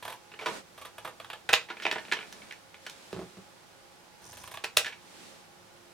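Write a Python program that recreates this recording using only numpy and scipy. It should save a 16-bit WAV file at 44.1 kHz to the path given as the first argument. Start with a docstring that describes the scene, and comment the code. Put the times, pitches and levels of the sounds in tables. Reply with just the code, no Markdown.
"""Scissors make two cuts through stiff card, close above a wooden table in a small room.
The card gives way in short crunching steps: noise bursts ring the held card. Each cut ends in a loud snip,
where bursts ring the steel. A fine rasp and a low grip rumble follow each run of crunching steps.
Around the cuts, bursts ring the loose card as it is flexed, put down and picked up, and the table as a hand bumps it.
Coloured noise makes the sliding and the room tone, with a faint hum; noise-built echoes make the room."""
import sys
import numpy as np
from scipy import signal
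from scipy.fft import rfft, irfft, next_fast_len
from scipy.io import wavfile

SR = 44100
rng = np.random.default_rng(int(sys.argv[2]) if len(sys.argv) > 2 else 0)


def unload_wav(signal):
    """Save mono or channel-first audio to the path in sys.argv[1] as 16-bit WAV at rate SR, clipped to [-1, 1]."""
    wavfile.write(
        sys.argv[1],
        SR,
        np.round(np.clip(np.atleast_2d(signal).T, -1, 1) * 32767).astype(np.int16),
    )


N = 261689   # samples
TIME = np.arange(N) / SR   # seconds

# Every event level below is relative: contact balances and source trims are added to it.
# Runs of crunching steps within the cuts, some a single step: (t/s, travel/s, number of steps, step length/s,
# first level/dB, last level/dB, weight (extra bass) level/dB, brightness (extra treble) level/dB)
CRUNCH_RUNS = [(0.025, 0.0091, 1, 0.0056, -42.5, -41, -0.5, -0.5),
               (0.0503, 0.0282, 2, 0.0036, -41.5, -42, 3.5, 3),
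               (0.098, 0.024, 2, 0.0049, -45.5, -44.5, 3, 3),
               (0.7768, 0.072, 3, 0.0067, -48.5, -44.5, 0.5, 2),
               (0.981, 0.002, 1, 0.0037, -45.5, -45, 1.5, 1.5),
               (1.0473, 0.027, 2, 0.0053, -43, -45, 6, 1.5),
               (1.1992, 0.0465, 2, 0.0021, -43.5, -46.5, -2, -5.5),
               (1.3, 0.031, 2, 0.0028, -38, -39, -4, -10.5), (4.217, 0.073, 3, 0.009, -61, -59.5, 4, 10),
               (4.329, 0.0416, 2, 0.0052, -52, -50.5, -3, 9), (4.4066, 0, 1, 0.0087, -56, -56, 4, 6),
               (4.4362, 0.077, 3, 0.0036, -48, -48, 0, 7), (4.5384, 0, 1, 0.004, -43, -44, -1, 1),
               (4.5724, 0, 1, 0.0013, -41, -41, -4, -6)]
# Where each cut begins and how high the card rings there: (t/s, f/Hz)
CUTS = [(0.0, 884), (4.2, 940)]
RING_RISE_HZ_PER_S = 357   # the card rings higher as the cut advances
CRUNCH_BALANCE = (-7.5, -1.5, -2.5, -11)   # dB in bass, low middle, high middle, treble; same order below


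def crunch_steps(jitter_s=0.0004, spread_db=0.6):
    """The blades stick and slip, at a nearly steady pace within a run; every slip breaks a bundle of fibres."""
    for start, travel, steps, length, first_db, last_db, weight_db, bright_db in CRUNCH_RUNS:
        cut_start, cut_hz = min(CUTS, key=lambda cut: abs(cut[0] - start))
        for along in np.linspace(0, 1, round(steps)):
            late, strong = rng.standard_normal(2)
            s = max(start + along * travel + jitter_s * late, 0)
            db = first_db + along * (last_db - first_db) + spread_db * strong
            ring_hz = cut_hz + RING_RISE_HZ_PER_S * (s - cut_start)
            yield contact(s, length, ring_hz, db, CRUNCH_BALANCE, weight_db, bright_db)


# Resonances of the card held in the hand: (f/Hz, width/Hz, level/dB)
HELD_CARD_MODES = [(490, 59, 10), (660, 69, 9.5), (860, 55, 4), (983, 38, 9.5), (1147, 124, 4),
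                   (1705, 140, 1.5), (2460, 1300, 8.5), (3340, 490, 7), (9300, 1300, 8.5),
                   (11900, 2500, 11.5)]


def crunching():
    """Breaking fibres shake the held card, which rings at its own pitches."""
    crunch = bursts(crunch_steps(), HELD_CARD_MODES, grit_db=7.5, crack_db=-9.5, ring_db=3.0, ring_width=140,
                    low_hz=370, dull_hz=14000, thud_db=-14, rise_share=0.6)
    return from_db(-0.95) * crunch


# The end of each cut: (tear t/s, tear level/dB, crack level/dB, slam t/s, slam level/dB,
# rebound t/s, rebound level/dB, brightness level/dB)
SNIPS = [(1.4898, -30, -36, 1.5319, -20, 1.5384, -20.5, -3),
         (4.6391, -38, -33.5, 4.7712, -21.5, 4.7815, -40, 4.5)]
# The phases of a snip: (length/s, ringing f/Hz)
TEAR, CRACK, SHEAR = (0.0045, 1850), (0.00106, 2550), (0.0035, 2800)
SLAM, REBOUND = (0.0008, 2580), (0.00035, 2060)
TEAR_BALANCE, CRACK_BALANCE = (-6, -1.5, 0.5, -10), (-13.5, -18, -0.5, -14)
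SHEAR_BALANCE, SLAM_BALANCE = (-5, 5, -2, 2), (-13.5, -10.5, 0, -5)
REBOUND_BALANCE = (-24, -8.5, 2, -40)
CRACK_LAG_S = 0.0039   # the last fibres crack just after the tear begins
SHEAR_LEAD_S, SHEAR_DB = 0.003, -13   # steel slides on steel before the slam; level against the slam


def snip_phases():
    """The edge tears and cracks, the freed blades shear past each other, slam shut and rebound."""
    for tear_s, tear_db, crack_db, slam_s, slam_db, rebound_s, rebound_db, bright_db in SNIPS:
        yield contact(tear_s, *TEAR, tear_db, TEAR_BALANCE, bright_db=bright_db)
        yield contact(tear_s + CRACK_LAG_S, *CRACK, crack_db, CRACK_BALANCE, bright_db=bright_db)
        yield contact(slam_s - SHEAR_LEAD_S, *SHEAR, slam_db + SHEAR_DB, SHEAR_BALANCE, bright_db=bright_db)
        yield contact(slam_s, *SLAM, slam_db, SLAM_BALANCE, bright_db=bright_db)
        yield contact(rebound_s, *REBOUND, rebound_db, REBOUND_BALANCE, bright_db=bright_db)


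# Resonances of the scissors: (f/Hz, width/Hz, level/dB)
SCISSOR_MODES = [(471, 38, 15.5), (616, 77, 8.5), (804, 120, -1), (986, 74, 0), (1327, 42, 6.5),
                 (1534, 160, 1.5), (1970, 100, 4), (2500, 130, 5.5), (2660, 200, 5), (3630, 520, -0.5),
                 (5100, 500, -13), (8800, 1100, -10)]


def snipping():
    """The blades break through and close, and the steel rings."""
    snip = bursts(snip_phases(), SCISSOR_MODES, grit_db=4.0, crack_db=-7.5, ring_db=0.5, ring_width=600,
                  low_hz=290, dull_hz=6800, thud_db=-14, rise_share=0.45)
    return from_db(-0.5) * snip


RUN_FADE_S = 0.044   # fade in and fade out around each run of steps


def along_crunch_runs(db, per_brightness):
    """Gain over time of a sound that lasts through each run of steps and grows with its brightness."""
    gain = np.zeros(N)
    for start, travel, *_, bright_db in CRUNCH_RUNS:
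        level = from_db(db + per_brightness * bright_db)
        gain += level * swell(start - RUN_FADE_S / 2, RUN_FADE_S, travel, RUN_FADE_S)
    return gain


# Colour of card scraping on steel, relative power per Hz: (f/Hz, level/dB)
RASP_COLOUR = [(3000, -29), (4800, -3), (6200, 3), (7600, -8), (9500, 1), (11000, -27), (16000, -26)]
RASP_DB, RASP_PER_BRIGHTNESS = -67.5, 0.88   # base level; dB more per dB of brightness


def rasping(patchy_db=8.5, patch_hz=160):
    """The cut edge scrapes along the steel with a fine bright grain."""
    patches = rms_one(butter(rng.standard_normal(N), patch_hz, "low"))
    grain = from_db(patchy_db * np.tanh(patches))
    return along_crunch_runs(RASP_DB, RASP_PER_BRIGHTNESS) * grain * diffuse_noise(RASP_COLOUR)


GRIP_DB, GRIP_PER_BRIGHTNESS = -69, 0.66   # base level; dB more per dB of brightness


def grip():
    """Low rumble of the hand on the handles."""
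    rumble = rms_one(butter(rng.standard_normal(N), [72, 135], "band"))
    return along_crunch_runs(GRIP_DB, GRIP_PER_BRIGHTNESS) * rumble


# Loose card flaps and touches down; weight lifts the lows, sharpness the treble:
# (t/s, length/s, ringing f/Hz, level/dB, weight level/dB, sharpness level/dB)
CARD_TAPS = [(0.3898, 0.0081, 2280, -43.5, 3, 7), (0.41, 0.016, 660, -45, 10, 10),
             (0.459, 0.008, 1040, -33, 7.5, 7), (0.4857, 0.0022, 473, -50, 16.5, 4),
             (1.6863, 0.009, 2000, -47.5, 1, -6), (1.701, 0.0056, 1400, -39.5, 5, -4),
             (1.8211, 0.011, 5300, -40, -6, 8), (1.8522, 0.0019, 2600, -30, 2, -7),
             (1.8654, 0.0017, 2070, -30, 1, -3), (1.913, 0.0015, 1810, -30, -7, 3),
             (1.9248, 0.0029, 1930, -44, 14, 17), (1.9578, 0.0035, 2000, -42, 12, -7),
             (1.982, 0.003, 1790, -40, 0.5, -7), (2.1144, 0.0095, 1650, -32, -7, 0),
             (2.1216, 0.0024, 1731, -28, -3, 1), (2.1321, 0.0034, 1710, -35, -1, 8),
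             (2.326, 0.0015, 1800, -54.5, 0, 25.5), (2.509, 0.0025, 1870, -43, -13, -9),
             (2.524, 0.0011, 2030, -50, -4, 14), (2.7425, 0.0024, 2340, -50.5, -3.5, -10),
             (2.8647, 0.0032, 1470, -42, -3, 11), (2.8973, 0.0012, 3580, -58.5, -4, 31.5),
             (4.8457, 0.0029, 1710, -37, -11, 4), (4.859, 0.011, 1690, -35.5, -4.5, 8.5),
             (4.924, 0.0061, 2280, -46, -5, -1)]
# The card flexes with a run of faint ticks: (t/s, length/s, first level/dB, last level/dB)
FLEXES = [(0.3166, 0.022, -53, -51.5), (1.7684, 0.031, -47, -44), (2.05, 0.032, -50, -52),
          (2.1685, 0.0592, -41.5, -50), (2.4185, 0.0021, -53.5, -53)]
TAP_BALANCE, TICK_BALANCE = (-10, -6, 0, -20), (-9.5, -6.5, 0.5, -34)
TICKS_PER_S, TICK_S, TICK_SPREAD_DB = 45, 0.0027, 0.8
TICK_HZ, TICK_SPREAD_OCTAVES = 2120, 0.24


def card_contacts():
    """Single taps of the loose card, and the ticks of its flexing."""
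    for s, length, ring_hz, db, weight_db, sharp_db in CARD_TAPS:
        yield contact(s, length, ring_hz, db, TAP_BALANCE, weight_db, sharp_db)
    for start, length, first_db, last_db in FLEXES:
        for along in np.linspace(0, 1, 1 + round(length * TICKS_PER_S)):
            pitch, strong = rng.standard_normal(2)
            db = first_db + along * (last_db - first_db) + TICK_SPREAD_DB * strong
            ring_hz = TICK_HZ * 2 ** (TICK_SPREAD_OCTAVES * pitch)
            yield contact(start + along * length, TICK_S, ring_hz, db, TICK_BALANCE)


# Resonances of the loose card: (f/Hz, width/Hz, level/dB)
LOOSE_CARD_MODES = [(350, 30, 2.5), (435, 23, 10.7), (627, 23, 3), (959, 53, 4.4), (1453, 70, 1.8),
                    (1745, 62, 1.4), (2310, 530, 2.1), (3010, 840, 0.34), (5630, 100, 1.1)]


def card_handling():
    """Taps and ticks ring the loose card, duller than the cut."""
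    taps = bursts(card_contacts(), LOOSE_CARD_MODES, grit_db=9.5, crack_db=-8.0, ring_db=4.0, ring_width=260,
                  low_hz=240, dull_hz=2540, thud_db=-25.5)
    return from_db(0.9) * taps


# The hand knocks on the table and settles:
# (t/s, length/s, ringing f/Hz, level/dB, weight level/dB, sharpness level/dB)
BUMPS = [(3.1288, 0.0033, 380, -33, -2.5, 0), (3.1441, 0.0045, 121, -41.5, 0, 0),
         (3.163, 0.0112, 130, -41, 3, 2), (3.191, 0.01, 367, -38, -1, -1), (3.214, 0.011, 370, -46, 5, 0),
         (3.3696, 0.0104, 185, -47.5, 2.5, 0)]
BUMP_BALANCE = (0.5, -13, -14, -24)


def table_knocks():
    """The hand meets the table top."""
    for s, length, ring_hz, db, weight_db, sharp_db in BUMPS:
        yield contact(s, length, ring_hz, db, BUMP_BALANCE, weight_db, sharp_db)


# Resonances of the table top: (f/Hz, width/Hz, level/dB)
TABLE_MODES = [(113, 13, 24.6), (181, 27, 23.4), (262, 64, 9.6), (346, 62, 19), (422, 54, 6.3),
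               (644, 120, 2.7), (1100, 180, 5.2)]


def table_bumping():
    """Knocks set the table top ringing in low thuds."""
    thuds = bursts(table_knocks(), TABLE_MODES, grit_db=0.0, crack_db=-2.0, ring_db=0, ring_width=48,
                   low_hz=70, dull_hz=3020, thud_db=-11.5)
    return from_db(-0.4) * thuds


# Card and fingers slide over cloth and wood:
# (t/s, attack/s, hold/s, release/s, rub level/dB, hiss level/dB, pressing level/dB)
SLIDES = [(0.436, 0.051, 0.085, 0.055, -39.5, -39.5, -52), (1.74, 0.08, 0.61, 0.27, -50, -50, -62),
          (2.783, 0.079, 0.25, 0.54, -55, -50, -72), (4.156, 0.068, 0.385, 0.05, -57.5, -60.5, -72),
          (4.92, 0.27, 0.093, 0.22, -53, -47.5, -56)]
# Colours of the rub, the hiss and the pressing, relative power per Hz: (f/Hz, level/dB)
RUB = [(90, -11), (150, -3), (195, 6.5), (270, 0), (440, 3), (950, -0.5), (1800, -2), (3000, -37)]
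HISS = [(900, -24), (2000, 1), (3800, 0.5), (6000, -3.5), (9000, -5.5), (15000, -22)]
PRESS_COLOUR = [(100, -23), (185, 1), (260, -4.5), (360, -3), (520, -19), (1000, -41)]


def sliding(patchy_db=0.5, patch_hz=70):
    """Card and skin rub over cloth and wood, catching unevenly; pressing fingers add a low rumble."""
    gains = np.zeros((3, N))
    for s, attack, hold, release, *levels in SLIDES:
        gains += from_db(levels)[:, None] * swell(s, attack, hold, release)
    rub, hiss, press = gains
    catch = from_db(patchy_db * rms_one(butter(rng.standard_normal(N), patch_hz, "low")))
    friction = from_db(-5) * rub * diffuse_noise(RUB) + from_db(-6.5) * hiss * diffuse_noise(HISS)
    return catch * friction + from_db(-4.0) * press * diffuse_noise(PRESS_COLOUR)


# Colour of the room noise, relative power per Hz: (f/Hz, level/dB)
ROOM_TONE = [(25, -17), (55, -9.5), (100, -6), (170, -2.5), (260, -5.5), (400, -4.5), (850, -5),
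             (1500, -8.5), (2900, -11.5), (5000, -13.5), (10000, -20), (16000, -29)]
ROOM_TONE_DB = -56
# Faint hum of an appliance: (f/Hz, level/dB)
HUM = [(104, -77.5), (181, -76.5), (350, -71.5), (538, -70.5), (705, -79), (807, -75.5), (840, -69.5),
       (1448, -77)]


def background():
    """Steady room noise with a few wavering hum lines, each made of noise in a very narrow resonance."""
    hum = 0
    for hz, db in HUM:
        hum = hum + from_db(db) * rms_one(resonate(rng.standard_normal(N), hz, 3.7))
    return from_db(ROOM_TONE_DB) * diffuse_noise(ROOM_TONE) + hum


# Time for echoes to fall by 60 dB: (f/Hz, t/s)
ROOM_T60 = [(150, .28), (600, .22), (2500, .21), (6000, .21), (14000, .16)]
# Strength of the reverberation: (f/Hz, level/dB)
ROOM_WET = [(150, -4), (600, -4), (2500, -3.5), (6000, -2), (14000, -5.5)]
# Likeness of left and right in the reflections: (f/Hz, likeness 0-1)
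ROOM_LIKENESS = [(100, 0.75), (400, 0.8), (1200, 1), (3000, 0.48), (8000, 0.23), (15000, 0)]


def room(directions, first_echo_s=0.0047, early_db=0.0, early_s=0.014):
    """Each direction meets its own echoes: strong early ones off the table, then a tail dying faster in the treble."""
    size, out = SR // 3, 0
    age = TIME[:size]
    arrival = np.clip(age / first_echo_s - .5, 0, 1)
    build_up = arrival * (1 + from_db(early_db) * np.exp(-age / early_s))
    edges = np.geomspace(70, 18000, 9)   # Hz
    for x in directions:
        response = 0
        for low, high in zip(edges, edges[1:]):
            hz = np.sqrt(low * high)
            flat_noise = diffuse_noise([(1, 0), (SR, 0)], ROOM_LIKENESS, size=size)
            band = butter(flat_noise, [low, high], "band", order=3)
            tail = rms_one(band * build_up * from_db(-60 * age / at_hz(ROOM_T60, hz)))
            # wider bands carry more energy
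            band_share = np.sqrt(2 * (high - low) / SR / size)
            response = response + from_db(at_hz(ROOM_WET, hz)) * tail * band_share
        out = out + signal.oaconvolve(x[None], response, axes=1)[:, :N]
    return out / np.sqrt(len(directions))


# Left minus right: (f/Hz, level/dB)
LEFT_DB = [(100, -2), (700, -3.5), (1300, -3.5), (2400, -2), (4400, -1), (15000, -1.3)]
# Phase by which the left leads: (f/Hz, phase/radians)
LEFT_LEAD = [(100, 0.0083), (1000, 0.35), (2900, 0.74), (6000, 0.1), (14000, 0.82)]


def microphones(x):
    """Two close ports: the right is a little louder, the left a little earlier."""
    padded = next_fast_len(N, True)
    hz = np.arange(padded // 2 + 1) * SR / padded
    # each side takes half of the difference
    half = from_db(at_hz(LEFT_DB, hz) / 2) * np.exp(1j * at_hz(LEFT_LEAD, hz) / 2)
    return irfft(rfft(x, padded) * np.array([half, 1 / half]), padded)[:, :N]


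def from_db(db):
    """Decibels to gain."""
    return 10 ** (np.asarray(db) / 20)


def rms_one(x):
    """Scale each row to an rms (average strength) of 1."""
    return x / np.sqrt(np.mean(x ** 2, axis=-1, keepdims=True) + 1e-20)


def at_hz(points, hz):
    """Read a table on a log-frequency axis."""
    table = np.array(points)
    return np.interp(np.log(np.maximum(hz, 1)), np.log(table[:, 0]), table[:, 1])


def butter(x, hz, kind, order=2):
    """Causal Butterworth filter."""
    return signal.sosfilt(signal.butter(order, np.minimum(hz, SR / 2 - 1), kind, fs=SR, output="sos"), x)


def resonate(x, hz, width):
    """One resonance with gain 1 on top; a narrow width rings longer."""
    r = np.exp(-np.pi * width / SR)
    feedback = [1, -2 * r * np.cos(2 * np.pi * hz / SR), r * r]
    return signal.lfilter(np.array([1, 0, -1]) * (1 - r * r) / 2, feedback, x)


def swell(s, attack, hold, release):
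    """Gain over time that rises, holds and falls."""
    rise = (TIME - s) / max(attack, 1e-3)
    fall = 1 - (TIME - s - attack - hold) / max(release, 1e-3)
    return np.clip(np.minimum(rise, fall), 0, 1)


def contact(s, length, ring_hz, db, balance, weight_db=0, bright_db=0, low_middle_share=0.86):
    """One burst: time, length, ringing pitch and the level in each band."""
    tilt = [weight_db, low_middle_share * weight_db, 0, bright_db]
    return (s, length, ring_hz, *(db + np.array(balance) + tilt))


# Likeness of left and right in diffuse sound: (f/Hz, likeness 0-1)
LIKENESS = [(40, 0.23), (100, 0.093), (300, 0.097), (1000, 0.1), (3000, 0.083), (8000, 0.086),
            (15000, 0.15)]


def diffuse_noise(spectrum, likeness=LIKENESS, size=N):
    """Stereo noise of a given colour whose sides are partly alike; rms 1."""
    padded = next_fast_len(size, True)
    hz = np.arange(padded // 2 + 1) * SR / padded
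    mid, side = rfft(rng.standard_normal((2, padded)))
    alike = np.clip(at_hz(likeness, hz), 0, 1)
    both = np.sqrt(1 + alike) * mid + np.sqrt(1 - alike) * side * [[1], [-1]]
    return rms_one(irfft(both * from_db(at_hz(spectrum, hz)), padded)[:, :size])


# The four bands of an event, bass to treble: (low f/Hz, high f/Hz)
BANDS = [(100, 700), (700, 1600), (1600, 4500), (4500, 16000)]


def bursts(events, modes, grit_db, crack_db, ring_db, ring_width, low_hz, dull_hz, thud_db, rise_share=.3, count=3):
    """Each event is a crack and a swarm of tiny slips ringing a body; one row per direction of radiation."""
    out, size = np.zeros((count, N + SR)), SR // 8
    splits = [signal.butter(2, band, "band", fs=SR, output="sos") for band in BANDS]
    for s, length, ring_hz, *levels in events:
        age = TIME[:size] / max(length, 1e-4)   # in event lengths
        slips, sizes = rng.standard_normal((2, count, size))
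        envelope = (1 - np.exp(-age / rise_share)) * np.exp(-np.minimum(0.71 * age, 20))
        force = slips * from_db(grit_db * np.clip(sizes, -2, 2)) * envelope
        # the sharpest slip comes just as the swarm swells
        crack_at = np.argmax(envelope > envelope.max() / 2)
        force[:, crack_at] += from_db(crack_db) * np.linalg.norm(force, axis=1)
        body = force + sum(from_db(db) * resonate(force, hz, width) for hz, width, db in modes)
        # each event also has a resonance of its own
        body = body + from_db(ring_db) * resonate(body, ring_hz, ring_width)
        body = butter(butter(body, low_hz, "high"), dull_hz, "low", order=1)
        sound = 0
        for k, db in enumerate(levels):
            # alternating signs let neighbouring bands join smoothly
            sound = sound + (-1) ** k * from_db(db) * rms_one(signal.sosfilt(splits[k], body))
        # the jolt also reaches the hands and the table as a low thud
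        thud = butter(resonate(envelope * rng.standard_normal(size), 107.0, 28), 190, "low")
        sound = sound + from_db(levels[0] + thud_db) * rms_one(thud)
        # band levels are those of the same energy spread over 10 ms
        start = int(s * SR)
        out[:, start:start + size] += sound * np.sqrt(.01 * SR / size)
    return out[:, :N]


def scene():
    """The first direction reaches the microphones directly; all of them excite the room."""
    directions = crunching() + snipping() + card_handling() + table_bumping()
    contacts = directions[0] + room(directions)
    return microphones(contacts + rasping() + grip() + sliding() + background())


CUTOFF_HZ = 16700


def record(dry):
    """Peaks beyond full scale are flattened and the top treble is cut."""
    low_pass = signal.cheby2(16, 60, CUTOFF_HZ, fs=SR, output="sos")
    return signal.sosfilt(low_pass, np.clip(dry, -1, 1))


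dry = scene()
out = record(dry)
unload_wav(out)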